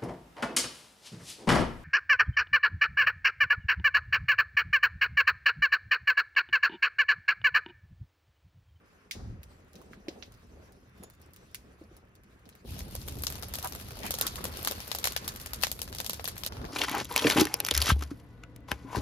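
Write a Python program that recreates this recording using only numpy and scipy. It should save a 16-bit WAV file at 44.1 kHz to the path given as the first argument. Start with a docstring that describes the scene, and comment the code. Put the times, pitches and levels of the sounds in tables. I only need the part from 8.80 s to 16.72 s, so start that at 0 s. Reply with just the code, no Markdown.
"""A stony gully with an earth bank and trees: a heap of dry branches is lit with a lighter.
The lighter clicks and its gas hisses, the fuel puffs alight, feet knock stones, and a metal part clinks in a whistle.
The microphone stands back, then close to the blaze, and last among the embers.
Flames are four layers of shaped noise; twigs pop, tick and toot as short noise bursts, stones ring as damped sines.
The bank throws each pop back a few milliseconds later, and the trees add a short tail."""
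import sys
import numpy as np
from scipy import signal
from scipy.fft import rfft, irfft, next_fast_len
from scipy.io import wavfile
from scipy.ndimage import uniform_filter1d, map_coordinates

SR = 44100
rng = np.random.default_rng(int(sys.argv[2]) if len(sys.argv) > 2 else 0)


def file_out(sig):
    """Save sig as 16-bit WAV at sys.argv[1]."""
    # one column per channel
    cols = np.atleast_2d(sig).T
    # limit, then scale
    lim = np.clip(cols, -1, 1)
    pcm = np.round(lim * 32767).astype(np.int16)
    wavfile.write(sys.argv[1], SR, pcm)


N = 349272

# Relative noise colours of the flame layers: [f/Hz, power density/dB]
ROAR_COLOUR = [(15, -82), (25, -17), (52, -4.5), (70, 0), (156, -11.5), (300, -21), (390, -27), (660, -120)]
FLUTTER_COLOUR = [(110, -33), (180, 3), (319, -3.5), (404, -0.5), (813, -9.5), (1200, -21), (1560, -30.5),
                  (2640, -120)]
EMBER_FLUTTER_COLOUR = [(90, -29), (150, -0.5), (430, -5.5), (900, -10.5), (1600, -16), (2000, -27),
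                        (3400, -57), (5700, -120)]
RUSH_COLOUR = [(530, -32), (900, -7), (1050, 0), (1590, -0.5), (2620, -7), (5000, -29.5), (6500, -44),
               (11000, -120)]
FAR_HISS_COLOUR = [(1470, -34), (2500, -1), (6100, -2), (7860, -6), (8980, -9.5), (13700, -6.5),
                   (14700, -20), (16500, -28)]
NEAR_HISS_COLOUR = [(1470, -13), (2500, 6.5), (5050, 8.5), (8170, -7), (8980, 3.5), (12600, -2), (14800, 0),
                    (15600, -22), (16500, -49)]
# How the fire burns, before puff, swells and wobble: [t/s, roar level/dB, hiss level/dB]
FIRE_LEVELS = [(0, -68, -79.5), (.3, -67, -73), (.65, -56, -75.5), (.9, -60.5, -73.5), (1.12, -58, -74),
               (1.27, -60.5, -74), (1.52, -56, -72), (2.0, -59.5, -75.5), (2.6, -58, -72), (3.4, -60, -78),
               (3.84, -61, -69.5), (3.86, -41.5, -62.5), (3.93, -38.5, -55.5), (4.1, -43.5, -58),
               (4.37, -40.5, -57.5), (4.6, -46, -56), (4.8, -46, -55.5), (5.2, -45.5, -55.5),
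               (5.7, -45.5, -54), (6.2, -49.5, -54.5), (6.4, -48.5, -55), (6.8, -47, -55), (7.0, -47, -58),
               (7.3, -49, -57.5), (7.68, -48.5, -55.5), (7.7, -44, -58), (7.75, -47, -56), (7.83, -40, -60),
               (7.92, -50, -57.5)]
# Rows afar, close, among the embers: [usual hiss level/dB, flutter level/dB, rush level/dB]
PLACE_LEVELS = [(-73, -65, -68), (-55, -52.5, -55.5), (-53.5, -44.5, -59.5)]
# The flutter swells or sinks briefly: [middle t/s, gain/dB, half length/s]
FLUTTER_SWELLS = [(0.101, 1.5, 0.036), (0.71, 3.5, 0.063), (1.026, 13, 0.061), (1.148, 11, 0.054),
                  (1.36, 14, 0.12), (1.835, 9, 0.13), (2.225, 10, 0.056), (2.452, 4, 0.041),
                  (2.62, 3.5, 0.062), (3.08, 4.5, 0.18), (4.388, 3.5, 0.071), (5.28, 4, 0.087),
                  (5.262, 6, 0.02), (5.735, 5.5, 0.22), (5.543, -1.5, 0.028), (6.368, -12, 0.036),
                  (6.448, 5, .05), (6.65, -5.5, 0.13), (7.14, -5, 0.048), (7.186, 2, 0.019),
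                  (7.368, -1.5, 0.03), (7.696, -8, 0.026)]

# Likeness of the two channels: [f/Hz, correlation 0-1]
STEREO_LIKENESS = [(60, 1), (250, 0.85), (500, 0.45), (1000, 0.29), (3000, 0.057), (8000, 0.46),
                   (13000, 0.67)]
# Close to the fire the left channel leads: [f/Hz, phase/rad]
NEAR_LEAD = [(30, 0), (300, .3), (700, 1), (1290, 2.2), (1890, 3.8), (2330, 4.1), (2840, 2.7), (3360, 2.9),
             (4740, 8.5), (6980, 11.3), (8100, 9.3), (10800, 6.8), (13000, 5.6), (15100, 3.2)]
# Left-right lean of the flames at close range: [f/Hz, level difference/dB]
FLAME_LEAN = [(60, -1), (180, -0.5), (550, 1), (1650, -0.5), (4970, 5), (15000, -3)]

# A faint thin whistle around the clink: [f/Hz, level/dB, middle t/s, half length/s]
WHISTLE_TONES = [(3570, -77, 2.24, .16), (7000, -74, 2.27, .08)]
# Stones knock underfoot: [t/s, relative level/dB, f/Hz, t60/s]
STONE_KNOCKS = [(1.112, -35.5, 215, 0.02), (1.173, -45, 213, 0.054), (1.283, -23.5, 330, 0.027),
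                (2.2, -43, 193, 0.063), (2.239, -40, 434, 0.022), (3.013, -39.5, 321, 0.042),
                (3.112, -46.5, 347, 0.036)]
# Modes of a small metal part: [f/Hz, level/dB, t60/s]
CLINK_MODES = [(3440, -65, 0.083), (6820, -50, 0.1), (8200, -56, .03), (10830, -42, 0.042),
               (11700, -47, 0.033)]
# Modes of the lighter's plastic shell: [f/Hz, level/dB, t60/s]
SHELL_MODES = [(2190, -24.5, 0.011), (5020, -46, 0.068)]
# The lighter's gas, levels relative:
# [crack level/dB, brightness/dB, body level/dB, body f/Hz, left-right/dB]
GAS_BURST = (-63.5, -8.5, -39, 2000, -8)
# Resonances of a hollow twig, before the pitch ratio: [f/Hz, width/Hz, relative level/dB]
TWIG_RESONANCES = [(787, 55, 6), (940, 180, 4.5), (1220, 24, 4.5)]
# Steam toots: [t/s, level/dB, half length/s, pitch ratio]
STEAM_TOOTS = [(4.855, -34, 0.017, 0.99), (5.249, -39.5, 0.015, 0.93), (5.262, -42, 0.037, 2.47),
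               (5.441, -40.5, 0.041, 1.45), (5.586, -41, 0.0064, 1.38)]
# The lighter's click, then bursting wood cells, levels relative:
# [t/s, crack level/dB, brightness/dB, body level/dB, body f/Hz, left-right/dB]
CLICK_AND_POPS = [(0.3109, -32.5, -3.5, 4, 2600, -4.5), (0.6319, -51.5, 4, 5, 2600, -3),
                  (0.932, -54, -1, -19, 1800, -1), (0.9549, -46, -9, -14, 1500, 3),
                  (1.0163, -59.5, 5, 18, 840, -6), (1.1334, -56.5, -26, 19.5, 1800, -4),
                  (1.2837, -33.5, -18, -3.5, 2110, -2), (1.425, -35, -31, -1, 2200, -3),
                  (1.5216, -54.5, -1, -10, 1500, 2), (1.5405, -55, -7, -12, 890, 2),
                  (1.9217, -56.5, 1, -9, 680, 0), (2.229, -61, 1, 12, 2450, -5),
                  (2.2358, -48.5, -1, 4.5, 1120, -1), (2.3, -57, 7, 9, 1180, 1),
                  (2.3351, -66, 4, 9, 1870, 2), (2.416, -56, 3.5, -15, 890, -2),
                  (2.5347, -53.5, 5, -12, 2150, 0), (2.562, -52.5, 3.5, 0, 1850, -3),
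                  (2.7458, -37, 4.5, 5, 2280, -1), (3.0391, -60, -9, 17, 500, 1),
                  (3.1665, -57.5, 7, 5, 1170, 1), (3.353, -57, 0.5, -7, 1620, 1),
                  (3.435, -61.5, 1, 2, 1670, 0), (3.655, -52, -13, -5, 1240, -1),
                  (3.6906, -53.5, 6, 0, 1510, 1), (3.726, -56, -24, -5, 1930, 3),
                  (3.7522, -57.5, 5, 6, 2050, 1), (3.9064, -49, 5, -13, 1520, 4),
                  (3.991, -39.5, 3.5, -8, 1130, 5.5), (4.0057, -41, -2, 2, 1330, 4),
                  (4.1106, -52, 6, 3, 540, 3), (4.152, -35.5, 4.5, 0, 623, 0),
                  (4.216, -49, 4, -12, 1380, 10), (4.2783, -45.5, 10, -1, 1700, 2),
                  (4.284, -38, 6, 1.5, 1090, 4), (4.3224, -48, 5, 4, 2600, 2),
                  (4.3864, -47, 7, -6, 1430, 5), (4.4215, -44.5, 13, -9, 1000, 4),
                  (4.4363, -35.5, 10.5, 2, 1250, 7.5), (4.4687, -26.5, 1, -5, 990, 8),
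                  (4.5012, -44.5, 14.5, 8, 880, 3), (4.524, -41, 6, 1, 1030, 4.5),
                  (4.5549, -42, 5, 0.5, 850, 7.5), (4.625, -39.5, 5, 2.5, 960, 7),
                  (4.632, -37.5, 0, 4, 746, 6), (4.684, -53, 13, 11, 510, 0),
                  (4.738, -28, -0.5, -3, 960, -0.5), (4.7547, -41.5, 14, 4, 590, 12),
                  (4.786, -34.5, 3.5, 0, 800, 2), (4.8273, -36, 4, -10, 1250, 2.5),
                  (4.8456, -37.5, 9, 2, 700, 8), (4.8733, -38.5, 8.5, -9, 900, 4.5),
                  (4.8973, -54, 15, 6, 880, 1), (4.923, -38, 0, -2, 1090, 5.5),
                  (4.9502, -40, 6.5, 2, 1080, 3), (4.999, -45, 3, 2, 950, 5), (5.0122, -48, 8.5, 5, 925, 5),
                  (5.107, -41.5, -2, 5, 1000, 2.5), (5.1902, -42, -1, -5, 600, 7),
                  (5.2332, -40, -7, -1, 1250, 7), (5.265, -35.5, 4, -2, 2120, 3),
                  (5.3074, -26.5, 4.5, -1.5, 740, 2.5), (5.34, -27, 0, -3, 544, 3),
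                  (5.3866, -34, 6, -3, 1240, 6), (5.4118, -21.5, 4, -5.5, 850, 2.5),
                  (5.4673, -23, 0.5, -6.5, 1070, 4.5), (5.5573, -34.5, 1, -6.5, 1440, 3.5),
                  (5.6417, -34, 9, 2.5, 870, 0), (5.6533, -34.5, 3, 2.5, 755, 8),
                  (5.7712, -41, 6, -1, 880, 6), (5.7922, -56.5, 17, 16, 540, 9),
                  (5.829, -45, 14, 7, 670, 3), (5.8486, -29, 3.5, -2, 835, 4.5),
                  (5.8737, -23, 2, 0, 1170, 4), (5.9113, -39, 12, 9, 580, 11.5),
                  (5.9206, -37, 1, 7, 870, 6), (5.9818, -50, 1, 5, 1040, 4), (6.0035, -36, -1.5, 2, 694, 5),
                  (6.0778, -45.5, 11, 7, 650, 7.5), (6.1161, -30.5, 2.5, 3, 1240, 9),
                  (6.1328, -55, 7, 1, 1800, 0), (6.1493, -29.5, 4.5, -0.5, 760, 4.5),
                  (6.1861, -36.5, 7, -8, 930, 7.5), (6.2419, -23, 1, 0, 1260, 7),
                  (6.2544, -23.5, 2, -2, 980, 2), (6.2723, -26.5, 3, 0, 1280, 6),
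                  (6.3215, -37.5, 5.5, 0, 1300, 5.5), (6.364, -25.5, 0.5, 2.5, 1270, 6.5),
                  (6.4451, -37.5, -8, -11, 1150, 5), (6.4785, -26, 2, -5, 920, 2),
                  (6.5605, -41.5, 7, 0, 2130, 3.5), (6.5993, -41, 3, -2, 1690, -2),
                  (6.6142, -50, 15, -5, 1270, 10), (6.6605, -35.5, 4.5, 0, 1370, 3.5),
                  (6.7338, -30.5, 3.5, -2.5, 1130, 4.5), (6.7597, -47, 7, -5, 980, 4),
                  (6.8132, -42, 3, -3, 1060, 7), (6.8225, -38, 8, -15, 1000, 6),
                  (6.8282, -31.5, 3, -4, 990, 5.5), (6.8352, -19.5, -1, 2.5, 1410, 7),
                  (6.869, -33.5, 2.5, 0, 1070, 6), (6.9159, -34.5, 10.5, -4, 950, 9.5),
                  (6.9913, -39.5, 3, 3, 1100, 2), (7.0172, -34.5, 9.5, -1.5, 930, 8.5),
                  (7.0306, -52, 18, -10, 1110, 0), (7.077, -43, -3, 2.5, 1060, 4),
                  (7.127, -37, -4, -0.5, 930, 3), (7.149, -36.5, 3, -2.5, 940, 4.5),
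                  (7.1671, -53, 10, 4, 1130, 11), (7.1847, -30, -4, -10, 1240, 3.5),
                  (7.202, -32.5, 5, 4, 1030, 9), (7.2454, -35.5, 1, -3, 1190, 6),
                  (7.2634, -36, 9.5, 0.5, 940, 10.5), (7.296, -25.5, 1, -5, 990, 3),
                  (7.3327, -30.5, 1, -2, 940, 2), (7.396, -40, -11, 7.5, 720, 5.5),
                  (7.4425, -34.5, 7.5, -0.5, 940, 1), (7.455, -34, -2, -6, 870, 11.5),
                  (7.4767, -33.5, 7.5, 3, 835, 0), (7.4834, -35, 6, -2, 1370, 10),
                  (7.5663, -46.5, -2, 6.5, 1890, 4), (7.5795, -39.5, 6.5, -5, 1270, 5.5),
                  (7.5985, -57, 13, -4, 1230, 6), (7.6356, -37, 4, -1, 1300, 11.5),
                  (7.6489, -38, 0, -9, 1660, -8), (7.6633, -27, 1.5, -2.5, 725, 3.5),
                  (7.7222, -38.5, -12, 5, 694, 2), (7.7683, -47, -5, 5, 1530, -3),
                  (7.816, -45.5, -11, 9, 640, 1), (7.8433, -51, -2, 20, 890, 5),
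                  (7.8514, -40.5, -11, 2, 880, 5)]
# Colour shared by every pop: [f/Hz, relative level/dB]
POP_COLOUR = [(150, -29), (500, 5), (1500, 0), (3700, 4.5), (6500, 1.5), (8100, 2.5), (10000, 4.5),
              (13000, 8), (15500, 3), (17000, -35)]
# Colour of what bank and trees return: [f/Hz, relative level/dB]
BANK_COLOUR = [(500, -18), (1500, -8), (3500, -2.5), (6500, 2), (11000, -7.5), (16000, -15)]

CLOSER_S, EMBERS_S = 3.85, 7.69  # the microphone is close, then among the embers
FAR_LAG_S = 0.0002005  # left lags right from afar
TOP_HZ = 17400
PUFF_AT_S, PUFF_RISE_S, PUFF_HOLD_S, PUFF_FALL_S = 0.332, 0.031, 0.18, 0.087
PUFF_ROAR_DB, PUFF_FLUTTER_DB, PUFF_RUSH_DB = 22, 16.5, 6.5  # full gains, before any dulling
PUFF_SAG = 0.83  # share of the gain in dB left at the end of the hold
PUFF_DULLS_S = 0.42  # time constant of the puff's gain in flutter and rush
FLUTTER_FOLLOWS = 0.31  # dB per dB of hiss
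RUSH_FOLLOWS = (0.14, 2.8, 0.46)  # dB per dB of hiss: afar, close, among the embers
SWELL_RUSH, SWELL_HISS = 0.16, 0.55  # shares of a swell's dB in the higher layers
CLINK_AT_S = 2.233
GAS_LAG_S = 0.003  # after the click
SHELL_LOW_HZ = 1500  # the small shell radiates little of the click below this
AFTER_POP, AFTER_S = 0.45, 0.037  # share of close ticks that trail a pop, and their mean lag before the cap
FAR_BODY_FALL_DB, NEAR_BODY_FALL_DB = 12, 3  # fall of a pop's body one octave off its centre


def amp(db):
    """Decibels become an amplitude factor."""
    return 10 ** (np.asarray(db) / 20)


def unit(x):
    """Scale to an rms of 1."""
    return x / np.sqrt(np.mean(x ** 2) + 1e-20)


def along(points, hz):
    """Read a curve of (f/Hz, value) points on a log frequency axis."""
    f, value = np.transpose(points)
    return np.interp(np.log(hz + 1), np.log(f + 1), value)


def wobble(rate):
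    """A smooth random curve with rate knots a second."""
    knots = rng.standard_normal(int(N * rate / SR) + 4)
    return map_coordinates(knots, [np.arange(N) * rate / SR])


def ports(pair, hz, near, pan_db):
    """Unrelated spectra become left and right: partly alike, phase-shifted by the microphone body or lagging."""
    turn = np.arccos(np.clip(along(STEREO_LIKENESS, hz), -1, 1)) / 2
    mid = pair[0] * np.cos(turn)
    side = pair[1] * np.sin(turn)
    lead = np.where(near, along(NEAR_LEAD, hz), -2 * np.pi * hz * FAR_LAG_S)
    half = amp(pan_db / 2) * np.exp(0.5j * lead)  # half of lean and lead goes to each side
    return np.array([(mid + side) * half, (mid - side) / half])


def ring(s, modes, attack):
    """A struck body rings from time s as damped sines of (f/Hz, level/dB, t60/s)."""
    t = np.maximum(np.arange(N) / SR - s, 0)
    tones = sum(amp(db - 60 * t / t60) * np.sin(2 * np.pi * hz * t) for hz, db, t60 in modes)
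    return tones * (1 - np.exp(-t / attack))


def turbulence(colour, patchy_db):
    """Turbulent gas as coloured stereo noise of rms 1, with random gain patches over time and frequency."""
    hz, t, noise = signal.stft(rng.standard_normal((2, N)), SR, nperseg=1024)
    hz, near = hz[:, None], t > CLOSER_S
    patches = uniform_filter1d(rng.standard_normal(noise.shape[1:]), size=20, axis=0)
    patches = uniform_filter1d(patches, size=3, axis=1)
    patchy = noise * amp(patchy_db * unit(patches))
    stereo = ports(patchy, hz, near, along(FLAME_LEAN, hz) * near)
    pair = signal.istft(stereo, SR, nperseg=1024)[1][:, :N]
    gain = amp(along(colour, np.fft.rfftfreq(N, 1 / SR)))
    return unit(irfft(rfft(pair) * gain, N))


def flame_levels():
    """Roar, flutter, rush and hiss in dB per sample, following place, puff and swells."""
    t = np.arange(N) / SR
    s, roar_db, hiss_db = np.transpose(FIRE_LEVELS)
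    roar_db, hiss_db = np.interp(t, s, roar_db), np.interp(t, s, hiss_db)
    place = (t > CLOSER_S).astype(int) + (t > EMBERS_S)
    usual_db, flutter_db, rush_db = np.array(PLACE_LEVELS)[place].T
    extra_db = hiss_db - usual_db
    puff_times = np.cumsum([PUFF_AT_S, PUFF_RISE_S, PUFF_HOLD_S, PUFF_FALL_S])
    puff = np.interp(t, puff_times, [0, 1, PUFF_SAG, 0])
    bright = puff * np.exp(-np.abs(t - PUFF_AT_S) / PUFF_DULLS_S)
    swell_db = sum(db * np.exp(-((t - mid) / half) ** 2) for mid, db, half in FLUTTER_SWELLS)
    roar_db = roar_db + PUFF_ROAR_DB * puff
    flutter_db = flutter_db + FLUTTER_FOLLOWS * extra_db + PUFF_FLUTTER_DB * bright + swell_db
    rush_db = rush_db + np.array(RUSH_FOLLOWS)[place] * extra_db
    rush_db = rush_db + PUFF_RUSH_DB * bright + SWELL_RUSH * swell_db
    return roar_db, flutter_db, rush_db, hiss_db + SWELL_HISS * swell_db


def flames():
    """Turbulent burning: roar, flutter and rush share a slow flap; rush and hiss share a faster sizzle."""
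    roar_db, flutter_db, rush_db, hiss_db = flame_levels()
    t = np.arange(N) / SR
    flap, sizzle = wobble(9), wobble(30)
    roar_db = roar_db + 0.43 * flap + 0.51 * wobble(25)
    flutter_db = flutter_db + 0.68 * flap + 1.5 * wobble(45) + 2.27 * wobble(110)
    rush_db = rush_db + 1.25 * flap + 0.4 * sizzle + 0.53 * wobble(110)
    hiss_db = hiss_db + 2.0 * sizzle + 1.9 * wobble(7)
    roar = turbulence(ROAR_COLOUR, patchy_db=0.43)
    ember_flutter = turbulence(EMBER_FLUTTER_COLOUR, patchy_db=1.5)
    flutter = np.where(t > EMBERS_S, ember_flutter, turbulence(FLUTTER_COLOUR, patchy_db=2.0))
    rush = turbulence(RUSH_COLOUR, patchy_db=1.0)
    near_hiss = turbulence(NEAR_HISS_COLOUR, patchy_db=2.5)
    hiss = np.where(t > CLOSER_S, near_hiss, turbulence(FAR_HISS_COLOUR, patchy_db=2.8))
    return amp(roar_db) * roar + amp(flutter_db) * flutter + amp(rush_db) * rush + amp(hiss_db) * hiss


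def whistle():
    """Thin sines, wavering in level and phase, swell and fade."""
    t = np.arange(N) / SR
    out = np.zeros(N)
    for hz, db, mid, half in WHISTLE_TONES:
        tone = amp(2.5 * wobble(39.2)) * np.sin(2 * np.pi * hz * t + 0.89 * wobble(120))
        out += amp(db) * np.exp(-((t - mid) / half) ** 2) * tone
    return out


def stones():
    """Stones knock hollow underfoot, each with a weaker overtone, and a small metal part clinks."""
    out = ring(CLINK_AT_S, CLINK_MODES, attack=0.0016)
    for s, db, hz, t60 in STONE_KNOCKS:
        modes = [(hz, db + 6.5, t60), (1.62 * hz, db - 6.0, 1.15 * t60)]
        out = out + ring(s, modes, attack=0.0025)
    return out


def lighter():
    """A click rings the plastic shell, then gas hisses out as a burst with a long tail."""
    click_at = CLICK_AND_POPS[0][0]
    click = pops(CLICK_AND_POPS[:1], size=16384, echo=0.22, tail=0.46, tail_t60=0.15)
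    highpass = signal.butter(4, SHELL_LOW_HZ, "high", fs=SR, output="sos")
    click = signal.sosfilt(highpass, click)
    shell = ring(click_at, SHELL_MODES, attack=0.00045)
    gas = pops([(click_at + GAS_LAG_S, *GAS_BURST)], size=16384, echo=0, tail=3.3, tail_t60=0.65)
    return click + shell + gas


def toots():
    """Short jets of steam: noise sounds a hollow twig's resonances."""
    out, size = np.zeros((2, N)), 8192
    t = (np.arange(size) - size // 2) / SR
    hz = np.fft.rfftfreq(size, 1 / SR)
    for s, db, half, ratio in STEAM_TOOTS:
        f = hz / ratio
        tube = 0
        for centre, width, level in TWIG_RESONANCES:
            damping = 1j * f * width
            tube = tube + amp(level) * (damping / (centre * centre - f * f + damping)) ** 1.1
        jet = unit(irfft(rfft(rng.standard_normal((2, size))) * tube, size))
        start = round(s * SR) - size // 2
        out[:, start:start + size] += amp(db) * np.exp(-(t / half) ** 2) * jet
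    return out


def crackle(count):
    """Fine ticks follow the hiss level, a few standing out; dense at close range, thickest just after pops."""
    draw = rng.random((count, 8))
    bursts = np.array([row[0] for row in CLICK_AND_POPS if CLOSER_S < row[0] < EMBERS_S])
    parents = bursts[(draw[:, 0] * len(bursts)).astype(int)]
    trailing = np.minimum(parents - AFTER_S * np.log(1 - draw[:, 6]), EMBERS_S)
    scattered = CLOSER_S + draw[:, 0] * (EMBERS_S - CLOSER_S)
    close = np.where(draw[:, 7] < AFTER_POP, trailing, scattered)
    s = np.where(draw[:, 5] < 0.07, draw[:, 0] * CLOSER_S, close)  # a few ticks are heard from afar
    hiss_db = flame_levels()[3][(s * SR).astype(int)]
    db = hiss_db + 4.5 - 3.5 * np.log(0.11 + draw[:, 1])
    crack_db = db - 8 * draw[:, 2]
    bright_db = 8 * draw[:, 2] - 5 * draw[:, 3]
    body_db = 3 - 6 * draw[:, 6]
    body_hz = 700 * 2 ** (0.92 * draw[:, 3])
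    rows = np.transpose([s, crack_db, bright_db, body_db, body_hz, 4 * draw[:, 4]])
    return pops(rows, size=2048, echo=0.092, tail=0.025, tail_t60=0.021)


def pops(rows, size, echo, tail, tail_t60):
    """A sharp noise burst with a few ms of splintering, then the bank's coloured return and the trees' tail."""
    early = 256  # samples of room before each onset
    s, crack_db, bright_db, body_db, body_hz, pan_db = np.transpose(rows)[:, :, None]
    t = (np.arange(size) - early) / SR
    hz, near = np.fft.rfftfreq(size, 1 / SR), s > CLOSER_S

    def dying(start, t60):
        """Silence until start, then an exponential decay."""
        return (t >= start) * amp(-60 * np.abs(t - start) / t60)

    def noise():
        """Fresh noise for two channels and every pop."""
        return rng.standard_normal((len(rows), 2, size)).swapaxes(0, 1)

    def under(edge_hz):
        """Share of the spectrum below a soft edge."""
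        return 1 / (1 + (hz / edge_hz) ** 8)

    body, treble = under(2570), 1 - under(7060)
    crack = 1 - body - treble
    fall_db = np.where(near, NEAR_BODY_FALL_DB, FAR_BODY_FALL_DB)
    hump_db = body_db - fall_db * np.log2((hz + 1) / body_hz) ** 2
    band_db = body * (hump_db + 10.5) + crack * 4.85 + treble * (bright_db + 0.5)
    colour = amp(along(POP_COLOUR, hz) + crack_db + band_db)
    lean_db = pan_db * (0.62 * body + 2.36 * crack)

    rise = 1 - np.exp(-np.abs(t) / 0.0002)
    splinter = rise * (dying(0, 0.0052) + 0.42 * dying(0, 0.037))
    direct = ports(rfft(noise() * splinter), hz, near, lean_db)

    delay = np.where(near, 0.0098, 0.0066)
    bank = echo * (dying(delay, 0.024) + 0.2 * dying(delay, 0.055))
    trees = tail * dying(0.0006, tail_t60)
    back = ports(rfft(noise() * (bank + trees)), hz, near, -0.3 * lean_db)  # leans to the other side
    sound = irfft(colour * (direct + back * amp(along(BANK_COLOUR, hz))), size)
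    sound = sound * ((s > EMBERS_S) | (s + t < EMBERS_S))  # moving to the embers ends earlier tails

    # Samples outside the scene collect in one spare slot or at sample 0.
    at = np.clip(np.round(s * SR).astype(int) - early + np.arange(size), 0, N)
    return np.array([np.bincount(at.ravel(), side.ravel(), N + 1)[:N] for side in sound])


def twigs():
    """Wood cells burst in the heat, each as a pop with its own body resonance."""
    return pops(CLICK_AND_POPS[1:], size=8192, echo=0.32, tail=0.12, tail_t60=0.22)


def scene():
    """Layer the fire, the handling sounds and the bursting wood."""
    handling = whistle() + stones() + lighter()
    return flames() + handling + toots() + crackle(count=800) + twigs()


def record(dry):
    """The recorder keeps nothing above its band limit."""
    size = next_fast_len(N + 8192)
    kept = np.fft.rfftfreq(size, 1 / SR) < TOP_HZ
    return irfft(rfft(dry, size) * kept, size)[:, :N]


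dry = scene()
out = record(dry)
file_out(out)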